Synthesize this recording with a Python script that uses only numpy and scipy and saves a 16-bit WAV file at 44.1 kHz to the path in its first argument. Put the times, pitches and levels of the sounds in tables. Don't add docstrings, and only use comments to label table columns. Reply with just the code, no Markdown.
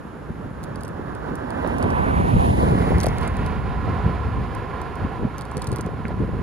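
import sys
import numpy as np
from scipy import signal
from scipy.fft import rfft, irfft, next_fast_len
from scipy.io import wavfile
from scipy.ndimage import uniform_filter1d

SR = 44100
rng = np.random.default_rng(int(sys.argv[2]) if len(sys.argv) > 2 else 0)


def transcribe(signal):
    frames = np.atleast_2d(signal).T
    limited = np.clip(frames, -1, 1)
    pcm = np.round(limited * 32767).astype(np.int16)
    wavfile.write(sys.argv[1], SR, pcm)


N = 283122
TIME = np.arange(N) / SR
FRAME = 1024
OVERLAP = FRAME * 3 // 4
FRAME_HZ, FRAME_S, _ = signal.stft(TIME, SR, nperseg=FRAME, noverlap=OVERLAP)
HZ_COLUMN = FRAME_HZ[:, None]


def from_db(db):
    return 10 ** (np.asarray(db) / 20)


def rms_one(x):
    return x / np.sqrt(np.mean(x ** 2) + 1e-20)


def in_time(rows, at):
    s, *columns = np.transpose(rows)
    return [np.interp(at, s, column) for column in columns]


def at_hz(points, hz):
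    known_hz, values = np.transpose(points)
    return np.interp(np.log(hz + 1), np.log(known_hz), values)


def by_frequency(table):
    rows = np.array(table)
    return np.array([at_hz(rows[:, [0, k]], HZ_COLUMN) for k in range(1, rows.shape[1])])


def shares(control, marks):
    return [np.interp(control, marks, one) for one in np.eye(len(marks))]


def blend(parts, weights):
    return sum(weight * part for weight, part in zip(weights, parts))


def panned(left_right_db):
    gains = from_db([left_right_db / 2, -left_right_db / 2])
    return gains / np.sqrt(np.mean(gains ** 2, axis=0))


def drift(rate):
    hz = np.fft.rfftfreq(N, 1 / SR)
    spectrum = rfft(rng.standard_normal(N)) / (1 + (hz / rate) ** 2)
    return rms_one(irfft(spectrum, N))


def pair(mid, side, likeness):
    likeness = np.clip(likeness, 0, .99)
    mid = np.sqrt(1 + likeness) * mid
    side = np.sqrt(1 - likeness) * side
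    return np.array([mid + side, mid - side]) / np.sqrt(2)


def coloured(spectrum, likeness):
    size = next_fast_len(N)
    gain = from_db(at_hz(spectrum, np.fft.rfftfreq(size, 1 / SR)))
    mid, side = irfft(rfft(rng.standard_normal((2, size))) * gain, size)[:, :N]
    return rms_one(pair(mid, side, likeness))


ABREAST_S, OVERTAKE_M_PER_S = 2.276, 3.86
CAR_SIDE_M = 2.02
CUT_IN_S, CUT_IN_TAKES_S = 2.25, 2.35


def car_position(at):
    ahead_m = OVERTAKE_M_PER_S * (at - ABREAST_S)
    cut_in = np.clip((at - CUT_IN_S) / CUT_IN_TAKES_S, 0, 1)
    side_m = CAR_SIDE_M * np.cos(np.pi / 2 * cut_in) ** 2
    return ahead_m, side_m / np.hypot(side_m, ahead_m)


WHEEL_SIDE_M, WHEELBASE_M = 1.73, 3.34
HORN_DB, HORN_WIDTH = 5.5, 0.16
FAR_BEHIND_DB_PER_M = 0.63


def travel_db(ahead_m, sideways):
    power = sum(1 / (WHEEL_SIDE_M ** 2 + (ahead_m + end * WHEELBASE_M / 2) ** 2) for end in (-1, 1))
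    horn_db = HORN_DB * np.exp(-(sideways / HORN_WIDTH) ** 2) * (ahead_m > 0)
    return 10 * np.log10(power) + horn_db + FAR_BEHIND_DB_PER_M * np.minimum(ahead_m, 0)


def band_power(gain, low_hz, high_hz):
    in_band = (FRAME_HZ > low_hz) & (FRAME_HZ < high_hz)
    return np.sum(gain[in_band] ** 2, axis=0) / len(FRAME_HZ)


# columns pitch_hz, relative_level_db (per Hz)
NOSE_SPECTRUM = [(30, -38), (100, -12), (240, 14), (370, 6), (500, 7.5), (700, 3.5), (1000, 4), (1300, -1),
                 (1700, -8), (2200, -27.5), (3200, -31.5), (5400, -43.5), (8400, -49.5), (11300, -46),
                 (13000, -60), (16000, -76)]
FLANK_SPECTRUM = [(30, -3), (100, -1), (240, 5), (450, -1.5), (780, 3.5), (1000, 0), (1270, -9.5),
                  (1800, -10.5), (2200, -12), (3000, -20.5), (4500, -29.5), (5700, -35), (7200, -36),
                  (8400, -35), (10700, -29.5), (12000, -43), (13000, -53), (16000, -69)]
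TAIL_SPECTRUM = [(100, 1.5), (450, 6), (700, -12.5), (1050, -3), (1400, -14.5), (1900, -13.5),
                 (2600, -20.5), (3500, -28), (4700, -33.5), (6000, -44), (8400, -48), (10700, -45),
                 (12000, -55), (13000, -61), (16000, -77)]
# columns pitch_hz, width_hz, lift_db (it wavers around this)
TREAD_NOTES = [(737, 192, 17.5), (1021, 158, 12), (1393, 192, 15), (1697, 68, 10)]


def tyre_colour(aspect, hiss_db, wander_db):
    tread_db = 0
    for centre_hz, width_hz, lift_db in TREAD_NOTES:
        wavering_db = wander_db * np.interp(FRAME_S, TIME, drift(40.0))
        tread_db = tread_db + (lift_db + wavering_db) / (1 + (2 * (HZ_COLUMN - centre_hz) / width_hz) ** 2)
    nose_db, flank_db = at_hz(NOSE_SPECTRUM, HZ_COLUMN), at_hz(FLANK_SPECTRUM, HZ_COLUMN)
    tail_db = at_hz(TAIL_SPECTRUM, HZ_COLUMN) + tread_db
    db = blend([nose_db, flank_db, tail_db], aspect)
    shape = from_db(db)
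    hiss_now_db = 10 * np.log10(band_power(shape, 2300, 4200) / band_power(shape, 700, 1800))
    hiss_share = at_hz([(1100, 0), (2200, 0.76), (5000, 1.0), (11000, 1.0)], HZ_COLUMN)
    gain = from_db(db + (hiss_db - hiss_now_db) * hiss_share)
    return gain / np.sqrt(band_power(gain, 700, 1800))


# columns ahead_m (car's place at the peak), reach_m, pitch_hz, width_octaves, level_db,
# left_right_db, left_lead_radians
PASSING_BANDS = [(-1, 0.62, 1430, 0.53, 6.5, 1, 0.073), (-1.5, 0.9, 2700, 0.47, 3, -6, -0.6),
                 (0.5, 0.52, 3000, 0.35, 2.5, -13, -0.074), (1, 1.5, 1200, 0.49, 2.5, 3, -0.64),
                 (1, 0.21, 1350, 0.23, -8, 4, 0.028), (1.4, 1.15, 2200, 0.72, -5.5, 0.5, 0.82),
                 (3, 1.3, 1980, 0.12, 3.5, 0.5, 0.31)]


def passing_bands(ahead_m):
    total = 0
    for at_m, reach_m, hz, octaves, *effects in PASSING_BANDS:
        in_place = ((ahead_m - at_m) / reach_m) ** 2
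        in_pitch = (np.log2((HZ_COLUMN + 1) / hz) / octaves) ** 2
        total = total + np.multiply.outer(effects, np.exp(-in_place - in_pitch))
    return total


NOSE_M, TAIL_M = 3.4, 5.16
FLANK_M = 0.87
SHADOW_HZ, SHADOW_SINK_OCTAVES_PER_M, SHADOW_OCTAVES, SHADOW_DB = 1950, 0.145, 0.2, -5


def shadow_db(ahead_m):
    octaves = np.log2((HZ_COLUMN + 1) / SHADOW_HZ) + SHADOW_SINK_OCTAVES_PER_M * ahead_m
    alongside = np.interp(ahead_m, [-FLANK_M, 0, TAIL_M, 2 * TAIL_M], [0, 1, 1, 0])
    return SHADOW_DB * alongside * np.exp(-(octaves / SHADOW_OCTAVES) ** 2)


HISS_RISE_DB_PER_M = 4.5
PORT_LAG_S = 0.00029
# nose_db, flank_db, tail_db
ROAR_DB = [-24, -19.5, -24]
# nose_db, flank_db, tail_db
HISS_OVER_ROAR_DB = [-21, -20.5, -15]
# columns time_s, change_db
ROAR_LEVEL = [(2.8, -1.8), (3.25, -2.5), (3.55, -1), (3.9, 0.5), (4.2, 0.2), (4.45, -1.5), (4.75, 1),
              (5.2, 0.4)]
# columns pitch_hz, likeness_0_to_1 (held to 0.99 at most)
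TYRE_LIKENESS_BY_HZ = [(100, 0.46), (600, 0.89), (1000, 0.97), (1400, 0.86), (2400, 1), (3500, 0.52),
                       (6000, 0.19), (10500, 0.073)]
# columns pitch_hz, nose_db, flank_db, tail_db
SIDE_SHADE = [(200, 0, -9, 6), (537, -9.5, -4, -6.5), (770, -9, -2.5, -8.5), (1070, -20, -5.5, -10.5),
              (1280, -8, -7, -6.5), (1440, -4.5, -4, -9.5), (1770, 0, -3, -6), (2200, -2, -2, -1),
              (3280, -0.5, 4.5, 1.5), (4600, -3, 1, 2), (8000, -4, 3.5, 4)]
# columns pitch_hz, in_line_radians, slanting_radians, abreast_radians
LEFT_LEAD = [(102, 0.33, 1, 0.75), (300, -0.14, -0.56, -1.73), (600, -0.78, -2.1, -1.5),
             (806, -0.51, -1.3, -1.7), (950, 0.071, -1.4, -0.69), (1340, -0.12, -0.42, -0.69),
             (1520, 0.017, 0.66, -0.1), (1990, 0.05, 0.84, -0.13), (2660, -0.15, 0.81, -0.35),
             (3900, 0.62, -0.21, 0.87), (10500, -0.94, -0.86, -0.67)]


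def car(slant, grain_db):
    ahead_m, sideways = car_position(FRAME_S)
    nose, front_door, rear_door, tail = shares(ahead_m, [-NOSE_M, -FLANK_M, FLANK_M, TAIL_M])
    aspect = [nose, front_door + rear_door, tail]
    change_db, = in_time(ROAR_LEVEL, FRAME_S)
    roar_db = blend(ROAR_DB, aspect) + travel_db(ahead_m, sideways) + change_db
    flank_hiss_db = HISS_RISE_DB_PER_M * FLANK_M * (rear_door - front_door)
    hiss_db = blend(HISS_OVER_ROAR_DB, aspect) - change_db + flank_hiss_db
    noise = rng.standard_normal((2, N)) * rms_one(from_db(grain_db * drift(9.0)))
    mid, side = signal.stft(noise, SR, nperseg=FRAME, noverlap=OVERLAP)[2]
    band_db, band_left_right_db, band_lead = passing_bands(ahead_m)
    left_right_db = blend(by_frequency(SIDE_SHADE), aspect) + shadow_db(ahead_m) + band_left_right_db
    likeness = at_hz(TYRE_LIKENESS_BY_HZ, HZ_COLUMN)
    left, right = pair(mid, side, likeness) * panned(left_right_db)
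    lead = blend(by_frequency(LEFT_LEAD), shares(sideways, [0, slant, 1]))
    lead = lead - 2 * np.pi * HZ_COLUMN * PORT_LAG_S * sideways
    ports = np.array([left * np.exp(1j * (lead + band_lead)), right])
    ports = ports * tyre_colour(aspect, hiss_db, wander_db=1.1) * from_db(roar_db + band_db)
    return signal.istft(ports, SR, nperseg=FRAME, noverlap=OVERLAP)[1][:, :N]


# columns pitch_hz, relative_level_db (per Hz)
ROLLING_SPECTRUM = [(100, -7), (500, -2), (1000, 7.5), (1650, 1), (2200, -4.5), (3500, -15), (6000, -22.5),
                    (8300, -21.5), (11000, -22.5), (12200, -26), (13000, -44), (16000, -55)]


def rolling():
    return from_db(-47.5) * coloured(ROLLING_SPECTRUM, likeness=0.42)


# columns time_s, buffeting_db, flutter_db
AIR_FLOW = [(0, -44, -36), (0.8, -34.5, -33.5), (1.5, -34, -40), (1.95, -25, -25.5), (2.35, -21.5, -24.5),
            (2.75, -22, -17), (3.25, -23.5, -32), (4.35, -25, -37), (4.65, -31.5, -41), (5.5, -34, -37),
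            (6.42, -26, -26)]
# columns time_s, buffeting_db, flutter_db
GUST_PEAKS = [(0.32, -34, -39), (0.45, -38, -36), (1.33, -45, -27), (1.67, -29, -45), (1.87, -25, -19),
              (2.2, -19.5, -27), (2.37, -13, -24), (2.509, -17.5, -32), (2.68, -19.5, -43),
              (2.949, -17.5, -20), (3.088, -23, -26), (3.419, -26, -28), (3.9, -42, -20.5),
              (4.069, -20, -27), (4.28, -24, -46), (4.39, -22.5, -26.5), (5.04, -23, -33),
              (5.238, -32, -19.5), (5.57, -40, -24), (5.716, -27, -22.5), (5.85, -39, -31),
              (6.22, -23, -23), (6.35, -27.5, -42)]
# buffeting_s, flutter_s
GUST_FALL_S = [0.03, 0.028]


def air_flow():
    power = from_db(in_time(AIR_FLOW, TIME)) ** 2
    for s, *levels_db in GUST_PEAKS:
        near = np.abs(TIME - s) < .2
        for kind, (db, fall_s) in enumerate(zip(levels_db, GUST_FALL_S)):
            power[kind, near] += from_db(db) ** 2 * np.exp(-((TIME[near] - s) / fall_s) ** 2)
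    return np.sqrt(power)


def evened(x, seconds):
    local_power = uniform_filter1d(np.mean(x ** 2, axis=0), int(seconds * SR) + 1)
    return x / np.sqrt(local_power + 1e-9)


# columns pitch_hz, relative_level_db (per Hz)
BUFFET_SPECTRUM = [(12, -60), (22, -35), (42, -4.5), (65, 4.5), (167, -4), (250, -10), (330, -28.5),
                   (550, -70)]
FLUTTER_SPECTRUM = [(20, -40), (70, -10.5), (130, -1.5), (180, -0.5), (240, -7), (330, -11), (450, -9.5),
                    (700, -23.5), (1400, -39), (8000, -81)]


def wind(buffet_db, flutter_db, lumpy_db, crossing_s):
    buffet_strength, flutter_strength = air_flow()
    buffet = evened(coloured(BUFFET_SPECTRUM, likeness=0.62), seconds=0.095)
    lumps = from_db(lumpy_db * drift(56))
    flutter = evened(coloured(FLUTTER_SPECTRUM, likeness=0.57) * lumps, seconds=0.076)
    flutter = flutter * panned(-0.63)[:, None]
    left, right = (from_db(buffet_db) * buffet_strength * buffet
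                   + from_db(flutter_db) * flutter_strength * flutter)
    sideways = car_position(TIME)[1]
    return np.array([np.interp(TIME - crossing_s * sideways, TIME, left), right])


# columns time_s, level_db (before the shared lift and panning), pitch_hz, left_right_db
THUMPS = [(.305, -22.5, 165, 5), (0.446, -28, 149, 0), (0.996, -23.5, 300, 3), (1.322, -20, 241, 0.5),
          (1.6498, -15, 600, -16), (1.847, -19, 393, -20), (2.342, -31, 121, 0), (2.908, -16, 400, -12),
          (2.922, -12, 674, -23), (3.046, -14.5, 574, 5), (3.07, -12, 600, 13), (4.065, -13, 135, 1),
          (5.0495, -16.5, 209, 2), (5.228, -24, 169, -7), (5.253, -13, 200, -1), (5.5196, -21.5, 950, -1.5),
          (5.712, -23, 252, 6), (5.797, -21.5, 380, 0), (5.857, -22, 154, 2), (5.891, -24, 436, 6),
          (6.107, -24, 615, 1), (6.205, -18.5, 266, 12), (6.346, -24.5, 130, 0)]


def thumps(level_db, cycles):
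    out = np.zeros((2, N))
    for s, db, hz, left_right_db in THUMPS:
        near = np.abs(TIME - s) < .05
        turn = (TIME[near] - s) * hz
        swing = np.exp(-(turn / cycles) ** 2) * np.sin(2 * np.pi * (turn + rng.random()))
        out[:, near] += from_db(db + level_db) * panned(left_right_db)[:, None] * swing
    return out


def resonate(x, modes):
    out = 0
    for k, (hz, width, db) in enumerate(modes):
        r = np.exp(-np.pi * width / SR)
        poles = [1, -2 * r * np.cos(2 * np.pi * hz / SR), r * r]
        out = out + (-1) ** k * from_db(db) * signal.lfilter([1 - r, 0, r - 1], poles, x + 1e-18)
    return out


def rattle(hits, modes, level_db, grit, contact_s, bounce_db, soft_hz):
    out, age = np.zeros((2, N + 2 * FRAME)), TIME[:2 * FRAME]
    softness = signal.butter(4, soft_hz, fs=SR, output="sos")
    for s, db in hits:
        scrape = pair(*rng.standard_normal((2, len(age))), likeness=0.29)
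        force = (age == 0) + grit * np.exp(-age / contact_s) * scrape
        bounce_gain = from_db(bounce_db + rng.normal(0, 3.5))
        bounce_samples = int(rng.uniform(.001, 0.0053) * SR)
        force = force + bounce_gain * np.roll(force, bounce_samples, axis=1)
        struck = [(hz, width, mode_db + rng.normal(0, 2.8)) for hz, width, mode_db in modes]
        sound = signal.sosfilt(softness, resonate(force, struck))
        peak = np.abs(signal.hilbert(sound)).max(axis=1, keepdims=True)
        start = int(s * SR)
        out[:, start:start + len(age)] += from_db(db + level_db) * sound / peak
    return out[:, :N]


REBOUND_S, REBOUND_DB = 0.0076, -9
# columns time_s, level_db (peak, before the shared lift)
TICK_HITS = [(0.632, -45.5), (0.639, -38.5), (0.7584, -42), (0.809, -45), (0.8347, -38), (0.8503, -41),
             (0.8804, -42), (1.151, -45), (1.3554, -40.5), (1.5053, -40), (1.675, -41), (1.784, -39.5),
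             (1.8274, -36), (1.904, -41), (2.9836, -36), (3.003, -30), (3.011, -33), (3.032, -31),
             (3.035, -31), (3.041, -33), (3.059, -32), (3.066, -29), (3.0856, -37), (3.1842, -37),
             (3.213, -44), (3.2313, -39), (3.277, -36), (3.3688, -42), (3.4634, -39), (4.55, -42),
             (4.816, -43), (4.9563, -45.5), (5.3828, -38), (5.411, -36), (5.453, -45), (5.5147, -44),
             (5.57, -32.5), (5.6194, -36), (5.6217, -34), (5.595, -48), (5.6436, -40), (5.69, -46),
             (5.67, -38), (5.672, -33.5), (5.7178, -35), (5.7287, -39), (5.761, -33.5), (5.769, -51),
             (5.7853, -42), (5.81, -34.5), (5.863, -46), (6.0825, -45)]


def touches():
    rebounds = []
    for s, db in TICK_HITS:
        later_s = REBOUND_S * rng.uniform(0.37, 1.2)
        rebounds.append((s + later_s, db + REBOUND_DB + rng.normal(0, 2.3)))
    return list(TICK_HITS) + rebounds


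# columns pitch_hz, width_hz, strength_db (varied at each touch)
TICK_RESONANCES = [(2860, 1600, -8.5), (4660, 740, 2.5), (5840, 470, 0), (8400, 910, 6.5),
                   (11030, 980, -1.5), (13900, 3100, -13)]


def ticks():
    left, right = rattle(touches(), TICK_RESONANCES, level_db=14.5, grit=.12, contact_s=.0007,
                         bounce_db=-16, soft_hz=16000)
    return np.array([left, np.roll(right, 3)])


# columns time_s, level_db (peak, before panning)
BUMP_HITS = [(1.647, -12), (1.6645, -17.5), (1.8415, -17)]
# columns pitch_hz, width_hz, strength_db (varied at each thud)
BUMP_RESONANCES = [(650, 230, 7), (1500, 360, -5.5), (3550, 260, -23), (4400, 360, -28)]


def bumps():
    thuds = rattle(BUMP_HITS, BUMP_RESONANCES, level_db=0, grit=.08, contact_s=.001,
                   bounce_db=-9, soft_hz=3800)
    return thuds * panned(-11)[:, None]


# columns time_s, level_db (peak)
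KNOCK_HITS = [(6.0532, -21)]
# columns pitch_hz, width_hz, strength_db (varied at each knock)
KNOCK_RESONANCES = [(1520, 130, 1), (2300, 440, 1), (2750, 300, -11)]


def knocks():
    return rattle(KNOCK_HITS, KNOCK_RESONANCES, level_db=0, grit=.06, contact_s=.001,
                  bounce_db=-20, soft_hz=3200)


def scene():
    tyres = car(slant=0.59, grain_db=1.18)
    own_tyres = rolling()
    air = wind(buffet_db=-1.0, flutter_db=-3.0, lumpy_db=5.0, crossing_s=0.00048)
    short_thumps = thumps(level_db=3.0, cycles=0.73)
    return tyres + own_tyres + air + short_thumps + ticks() + bumps() + knocks()


CUTOFF_HZ = 16200
# columns pitch_hz, share_0_to_1, left_lead_radians
TREBLE_SHARING = [(5600, 0.05, -0.5), (6160, 0.95, 2.5), (7200, 0.55, -1.4), (8000, 0.94, -3),
                  (8900, 1, -4), (10400, 0.77, -5.5), (11650, 1, -6), (12700, 0.9, -9.5),
                  (14200, 0.98, -10.5), (15000, 0.85, -10.5)]


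def record(dry):
    hz, rows = np.fft.rfftfreq(N, 1 / SR), np.array(TREBLE_SHARING)
    share = np.clip(at_hz(rows[:, [0, 1]], hz), 0, 1)
    lead = at_hz(rows[:, [0, 2]], hz)
    left, right = rfft(dry)
    right = np.sqrt(1 - share ** 2) * right + share * np.exp(-1j * lead) * left
    heard = irfft([left, right], N)
    top_cut = signal.cheby2(12, 70, CUTOFF_HZ + 800, fs=SR, output="sos")
    return signal.sosfilt(top_cut, heard)


dry = scene()
out = record(dry)
transcribe(out)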